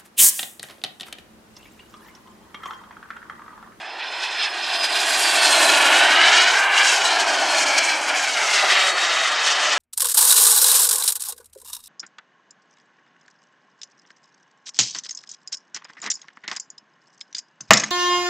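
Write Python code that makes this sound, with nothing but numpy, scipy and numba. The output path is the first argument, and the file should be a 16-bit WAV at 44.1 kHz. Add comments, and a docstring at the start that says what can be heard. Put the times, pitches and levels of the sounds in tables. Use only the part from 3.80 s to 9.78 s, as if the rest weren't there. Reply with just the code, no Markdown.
"""Airfield: a model jet flies past, turns far out over the runway and climbs away on its way back.
Exhaust: noise in overlapping bands with gliding levels, flickering most in the treble.
Turbine: a thin whine with its octave and a fainter, higher whistle, bent by Doppler shift and throttle.
Delayed reflections off the ground and a near surface comb the rush into hollow, sweeping phasing.
A faint hum and a trace of low outdoor noise lie beneath."""
import sys
import numpy as np
from scipy import signal
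from scipy.fft import rfft, irfft
from scipy.io import wavfile
from scipy.ndimage import uniform_filter1d, map_coordinates
from numba import njit

SR = 44100
rng = np.random.default_rng(int(sys.argv[2]) if len(sys.argv) > 2 else 0)


def store_wav(level_fs):
    """Save 16-bit WAV to argv[1]."""
    pcm = np.round(np.clip(np.atleast_2d(level_fs), -1, 1) * 32767)
    wavfile.write(sys.argv[1], SR, pcm.T.astype(np.int16))


N = 263718

# mean exhaust spectrum: [f/Hz, relative density/dB]
EXHAUST_COLOUR = [(100, -57), (180, -36), (290, -13), (400, -8.5), (490, -12), (660, -2.5), (1150, -3),
                  (1650, -1.5), (2900, -4), (4200, -7.5), (6000, -11), (8500, -15.5), (10500, -23.5),
                  (12500, -33), (15000, -49.5)]
# slow relative levels of four exhaust parts: [t/s, roar/dB, rush/dB, hiss/dB, sizzle/dB]
PASS_LEVELS = [(0.0, -39.5, -35, -42.5, -55), (0.12, -34.5, -37.5, -39.5, -59),
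               (0.45, -33.5, -29, -29.5, -44), (0.85, -31, -29, -27.5, -43.5),
               (1.35, -24.5, -22, -22, -26.5), (1.85, -17.5, -17.5, -17.5, -21.5),
               (2.1, -17.5, -15.0, -21.5, -28.5), (2.45, -20, -11, -17.5, -27), (2.8, -21, -15, -25.5, -24),
               (3.1, -22, -21.5, -24.5, -20.5), (3.4, -20, -21.5, -25.5, -30.5), (3.85, -22, -22, -22, -25),
               (4.45, -27.5, -22.5, -26.5, -29), (4.85, -22, -19.0, -22.5, -26.0),
               (5.4, -26.5, -19.5, -23.5, -28), (5.98, -24, -21, -23, -27.5)]


def undb(db):
    """Decibels to gain."""
    return 10 ** (np.asarray(db) / 20)


def curves(table):
    """Table columns, linearly interpolated over time."""
    s, *columns = np.transpose(table)
    t = np.arange(N) / SR
    return [np.interp(t, s, column) for column in columns]


def unit(x):
    """Scale to rms 1."""
    return x / np.sqrt(np.mean(x ** 2))


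def response(points):
    """Gain per frequency bin from (f/Hz, gain/dB) points, linear in log frequency."""
    hz, db = np.transpose(points)
    log_hz = np.log(np.fft.rfftfreq(N, 1 / SR) + 1)
    return undb(np.interp(log_hz, np.log(hz), db))


def colour(x, points):
    """Zero-phase filter through (f/Hz, gain/dB) points."""
    return irfft(rfft(x) * response(points), N)


def walk(rate_hz):
    """Smooth random curve of rms 1 with rate_hz fresh values per second."""
    steps = rng.standard_normal(N // 4)
    return unit(np.interp(np.arange(N) / SR * rate_hz, np.arange(len(steps)), steps))


def swell(db):
    """Level curve relative to its mean power."""
    return db - 10 * np.log10(np.mean(undb(db) ** 2))


def bump(s, half_s):
    """Gaussian rise to 1 and fall, centred on time s."""
    return np.exp(-((np.arange(N) / SR - s) / half_s) ** 2)


def hum():
    """Faint wavering hum lines over low outdoor noise that differs partly between the ports."""
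    # hum lines, before the slow rise: [f/Hz, level/dB]
    hum_lines = [(62, -79.5), (124, -81.5)]
    t = np.arange(N) / SR
    lines = 0
    for hz, db in hum_lines:
        lines = lines + undb(db) * unit(np.sin(2 * np.pi * hz * t + .3 * walk(6)))
    noise = rng.standard_normal(N) + 0.3 * rng.standard_normal((2, N))  # shared + per port
    air = unit(colour(noise, [(20, -12), (90, -12), (200, -0.5), (1000, -21), (8000, -60)]))
    rise_db = np.interp(t, [0, 6], [-3, 3])
    return (lines + undb(-66.5) * air) * undb(rise_db)


def unshared_noise(jet):
    """Noise that differs between the ports and follows the jet's loudness."""
    # filter for the noise: [f/Hz, gain/dB]
    unshared_gain = [(200, -46), (1000, -29), (2500, -21.5), (7000, -29), (13000, -78)]
    loudness = np.sqrt(np.abs(uniform_filter1d(jet ** 2, size=2048)))
    noise = unit(colour(rng.standard_normal(N), EXHAUST_COLOUR))
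    return loudness * colour(noise, unshared_gain)


def air_shimmer():
    """Treble level in dB: random flicker, plus small eddies that briefly focus or scatter it."""
    # eddy flares: [t/s, half length/s, level/dB]
    flares = [(0.44, 0.016, 6.0), (0.645, 0.027, 3.5), (0.935, 0.026, 6), (1.048, 0.017, 9.5),
              (1.085, 0.0098, -4.5), (1.16, 0.012, 4.5), (1.332, 0.0065, 2.5), (1.613, 0.011, -5),
              (3.256, 0.014, 4.5), (3.409, 0.019, 7.5), (3.772, 0.044, 3.5), (3.85, 0.01, -7),
              (3.987, 0.0057, 8), (4.288, 0.012, 6.5), (4.385, 0.013, 3.5), (5.067, 0.041, 2.5),
              (5.684, 0.033, 6), (5.847, 0.033, 6), (5.933, 0.016, 5.5)]
    return 1.06 * walk(55) + sum(db * bump(s, half_s) for s, half_s, db in flares)


def tone(hz, wander_hz, wander_rate_hz=220, flutter_db=4.0):
    """Blade tone of rms 1, blurred in pitch and level by the turbulent path."""
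    phase = 2 * np.pi * np.cumsum(hz + wander_hz * walk(wander_rate_hz)) / SR
    return unit(np.sin(phase) * undb(flutter_db * walk(70)))


def whine(shimmer_db):
    """Spinning turbine: tone, octave and a thin higher whistle with gliding pitches."""
    # turbine tone, before fades and shimmer: [t/s, f/Hz, level/dB]
    turbine_track = [(0, 5075, -50), (.45, 5155, -38.5), (.8, 5105, -37), (1.18, 4940, -31),
                     (1.48, 4620, -29), (1.75, 4170, -24), (2.1, 3850, -42), (2.85, 3940, -42),
                     (3.19, 3790, -39), (3.26, 4000, -28), (3.41, 4290, -36), (3.76, 4235, -32),
                     (4.08, 4135, -35), (4.5, 3855, -42), (4.98, 3800, -27), (5.55, 3735, -34),
                     (5.98, 3670, -48)]
    # fades and flares of the tone: [t/s, half length/s, level/dB]
    fades = [(.62, .04, 4), (.76, .06, -7), (1.27, .04, -15), (1.55, .025, -9), (1.68, .05, 4),
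             (3.17, .04, -5), (3.26, .02, 3), (3.5, .04, -5), (3.88, .03, -6), (4.3, .08, -9),
             (5.13, .03, -8)]
    # whistle, before shimmer: [t/s, f/Hz, level/dB]
    whistle_track = [(0, 7360, -70), (.3, 7530, -67), (.55, 7560, -62), (.8, 7500, -70), (4.7, 4300, -69),
                     (4.93, 4440, -38), (5.1, 4420, -33.5), (5.3, 4360, -38), (5.6, 4200, -50),
                     (5.98, 4270, -65)]
    hz, db = curves(turbine_track)
    db = db + sum(depth_db * bump(s, half_s) for s, half_s, depth_db in fades)
    whistle_hz, whistle_db = curves(whistle_track)
    sizzle_db = curves(PASS_LEVELS)[-1]
    octave_db = -13 + swell(sizzle_db)  # relative to the whine
    turbine = tone(hz, wander_hz=20.9)
    turbine = turbine + tone(2 * hz, wander_hz=71.7) * undb(octave_db)
    whistle = tone(whistle_hz, wander_hz=64) * undb(whistle_db)
    return (turbine * undb(db) + whistle) * undb(shimmer_db / 2)


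def reflect(x, lag_ms, turn_rad, dull_hz, firm_hz=650):
    """Late copy off a soft, rough surface: firm for bass, phase turned above, treble absorbed."""
    hz = np.fft.rfftfreq(N, 1 / SR)
    softness = 1 - np.exp(-(hz / firm_hz) ** 2)
    surface = np.exp(1j * turn_rad * softness) / np.sqrt(1 + (hz / dull_hz) ** 2)
    copy = irfft(rfft(x) * surface, N)
    return map_coordinates(copy, [np.arange(N) - lag_ms * SR / 1000], order=3, mode="reflect")


def phasing(x, ground_share=.3, second_share=.36, near_share=.33):
    """Lags slide with the aircraft's height and range, sweeping comb notches through the rush."""
    # extra travel time of the ground reflection, grows with elevation: [t/s, lag/ms]
    ground_lag = [(0, 2.36), (.25, 1.91), (.5, 1.86), (.7, 2.29), (.9, 2.49), (1.3, 2.36), (1.8, 2.66),
                  (2.1, 2.7), (2.45, 2.22), (2.8, 1.72), (3.05, 1.67), (3.6, 2.53), (4.25, 3.12),
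                  (4.5, 3.81), (4.7, 4.62), (5.08, 5.15), (5.55, 6.41), (5.98, 6.6)]
    # extra travel time off a surface close by: [t/s, lag/ms]
    near_lag = [(0, 1.18), (1.7, 1.21), (2.3, 1.29), (4.4, 1.27), (5, 1.59), (5.98, 1.64)]
    ground_ms, = curves(ground_lag)
    near_ms, = curves(near_lag)
    second = second_share * bump(2.68, half_s=1.83)  # second bounce, while the aircraft is lowest
    bounces = ground_share * reflect(x, ground_ms, turn_rad=-1.62, dull_hz=6000)
    bounces = bounces + second * reflect(x, ground_ms + .81, turn_rad=-0.041, dull_hz=4000)
    x = (x + bounces) / np.sqrt(1 + ground_share ** 2 + second ** 2)
    near = near_share * reflect(x, near_ms, turn_rad=0.077, dull_hz=3700)
    return (x + near) / np.sqrt(1 + near_share ** 2)


@njit
def band_pass(x, hz, sharpness):
    """State-variable band-pass with a moving centre, gain 1 there."""
    y, band, low, damping = np.empty(len(x)), 0., 0., 1 / sharpness
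    for i in range(len(x)):
        g = np.tan(np.pi * hz[i] / SR)
        v = (band + g * (x[i] - low)) / (1 + g * (g + damping))
        band, low = 2 * v - band, low + 2 * g * v
        y[i] = damping * v
    return y


def bell(x, table, sharpness):
    """Lift or scoop one gliding band."""
    hz, db = curves(table)
    return x + (undb(db) - 1) * band_pass(x, hz, float(sharpness))


def vowel(x):
    """The nozzle beams some bands at the listener and turns others away, by angle."""
    # gliding bright band, then two hollows: [t/s, centre f/Hz, gain/dB]
    bright = [(0, 2520, 1), (1.8, 2760, 2.5), (2.4, 2900, 6), (2.75, 2920, 3), (2.98, 2720, 6),
              (3.3, 2920, 6), (3.6, 2480, -3), (3.95, 2280, 9.5), (4.3, 2310, 3.5), (5.1, 1930, 4),
              (5.98, 1830, -3)]
    low_hollow = [(0, 2130, 1), (.6, 2200, -2), (1.9, 2170, 2), (2.6, 2640, -12), (3.1, 2560, -1.5),
                  (3.9, 2740, -1.5), (4.6, 2670, 2), (5.3, 2410, -10), (5.98, 2420, -3)]
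    high_hollow = [(0, 5950, 1.5), (1.7, 6100, -4), (2.4, 4900, 1), (3.3, 3900, 0.5), (3.8, 3930, -12),
                   (4.4, 3730, -6.5), (5.1, 4080, -1.5), (5.98, 3900, -4.5)]
    x = bell(x, bright, sharpness=17)
    x = bell(x, low_hollow, sharpness=17)
    return bell(x, high_hollow, sharpness=4.8)


def exhaust(shimmer_db, level_db=-18.0, flicker_db_at_6khz=1.67, crackle_db_at_6khz=0.7,
            crackle_rate_hz=900, hiss_hz=4100, sizzle_hz=6500, surge_octaves=1.07):
    """Turbulent mixing noise: each eddy size has its own beam; the air flickers short waves most."""
    # air absorption of the very top with distance: [t/s, level re sizzle/dB]
    air_top = [(0, 2), (.7, -1.5), (1.2, 7), (2.2, 5), (2.6, -8), (2.9, -2), (3.3, -5.5), (4.9, -4.5),
               (5.98, -16)]
    # lowest rumble: [t/s, level re roar/dB]
    rumble_level = [(0, 2.5), (.9, 1.5), (2.3, 2), (2.9, -3), (3.9, 2), (5.98, -3)]
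    # large eddies make a region surge or sink: [t/s, half length/s, level/dB, centre f/Hz]
    surge_table = [(0.228, .049, 5.5, 2900), (.62, 0.058, 5.5, 2700), (.705, 0.027, -8.5, 4500),
                   (1.666, .037, 2, 3080), (2.406, .045, -5, 8100), (2.607, 0.074, 4.5, 5600),
                   (2.717, .03, -1.5, 2200), (2.901, 0.073, -14.5, 7400), (2.99, 0.08, 6.5, 2100),
                   (3.12, 0.026, 2.5, 2000), (3.98, .04, 0.5, 2300), (4.225, .055, -5, 3800),
                   (4.323, 0.036, 5.5, 680), (4.532, .031, -6, 1400), (4.767, .027, 6, 4650),
                   (4.84, 0.013, 4, 650), (4.959, .05, 6, 2500), (5.137, .031, -9.5, 4300),
                   (5.578, .035, -4.5, 7900)]
    roar, rush, hiss, sizzle = curves(PASS_LEVELS)
    top, = curves(air_top)
    rumble, = curves(rumble_level)
    levels = (roar + rumble, roar, rush, hiss, sizzle, sizzle + top)
    beams_db = np.array([swell(db) for db in levels])
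    beam_log_hz = np.log([380, 850, 2000, hiss_hz, sizzle_hz, 11000])
    surges_db = np.array([db * bump(s, half_s) for s, half_s, db, hz in surge_table])
    surge_hz = np.array(surge_table)[:, 3]

    bands = np.linspace(np.log(150), np.log(15000), 18)  # log Hz
    log_hz = np.log(np.fft.rfftfreq(N, 1 / SR) + 1)
    noise = rfft(unit(colour(rng.standard_normal(N), EXHAUST_COLOUR)))
    crackle = crackle_db_at_6khz * walk(crackle_rate_hz)  # gas leaves the nozzle in ragged puffs
    out, eddy = 0, walk(54)
    for centre, pick in zip(bands, np.eye(len(bands))):
        band = irfft(noise * np.interp(log_hz, bands, pick), N)
        beam_weights = np.array([np.interp(centre, beam_log_hz, w) for w in np.eye(len(beams_db))])
        octaves_off = np.log2(np.exp(centre) / surge_hz)
        surge_weights = np.exp(-(octaves_off / surge_octaves) ** 2)
        db = beam_weights @ beams_db + surge_weights @ surges_db
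        eddy = unit(eddy + 2.5 * walk(50))  # neighbouring bands share some flicker
        shortness = min(np.exp(centre) / 6000, 1.2) ** 0.87
        flicker = shimmer_db + flicker_db_at_6khz * eddy + crackle
        out = out + band * undb(db + shortness * flicker)
    return out * undb(level_db)


def microphone_ports(jet, unshared):
    """Two close ports: own colour, gliding balance, unshared noise in opposite polarity."""
    # balance over time: [t/s, left minus right/dB]
    balance = [(0, -0.4), (1.25, -0.16), (2.5, 1.65), (3.75, 2), (5.98, 2.1)]
    # difference in port colour: [f/Hz, left minus right/dB]
    port_colour = [(250, -1.5), (900, -1.5), (2000, -2.3), (4200, -0.9), (8000, -2.5), (13000, -1.5)]
    pan_db, = curves(balance)
    ports = []
    for side in (1, -1):
        heard = colour(jet, [(hz, side * db / 2) for hz, db in port_colour])
        ports.append(heard * undb(side * pan_db / 2) + side * unshared)
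    return np.array(ports)


def scene():
    """Exhaust and whine reach two microphone ports through moving air, over the hum."""
    shimmer_db = air_shimmer()
    jet = phasing(vowel(exhaust(shimmer_db))) + whine(shimmer_db)
    # high-pass at 140 Hz keeps the jet's flicker from spilling into the bass
    jet = signal.sosfilt(signal.butter(4, 140, "highpass", fs=SR, output="sos"), jet)
    return microphone_ports(jet, unshared_noise(jet)) + hum()


def record(dry):
    """Steep elliptic low-pass cuts the top."""
    top_hz = 15600
    return signal.sosfilt(signal.ellip(10, .1, 80, top_hz, fs=SR, output="sos"), dry)


dry = scene()
out = record(dry)
store_wav(out)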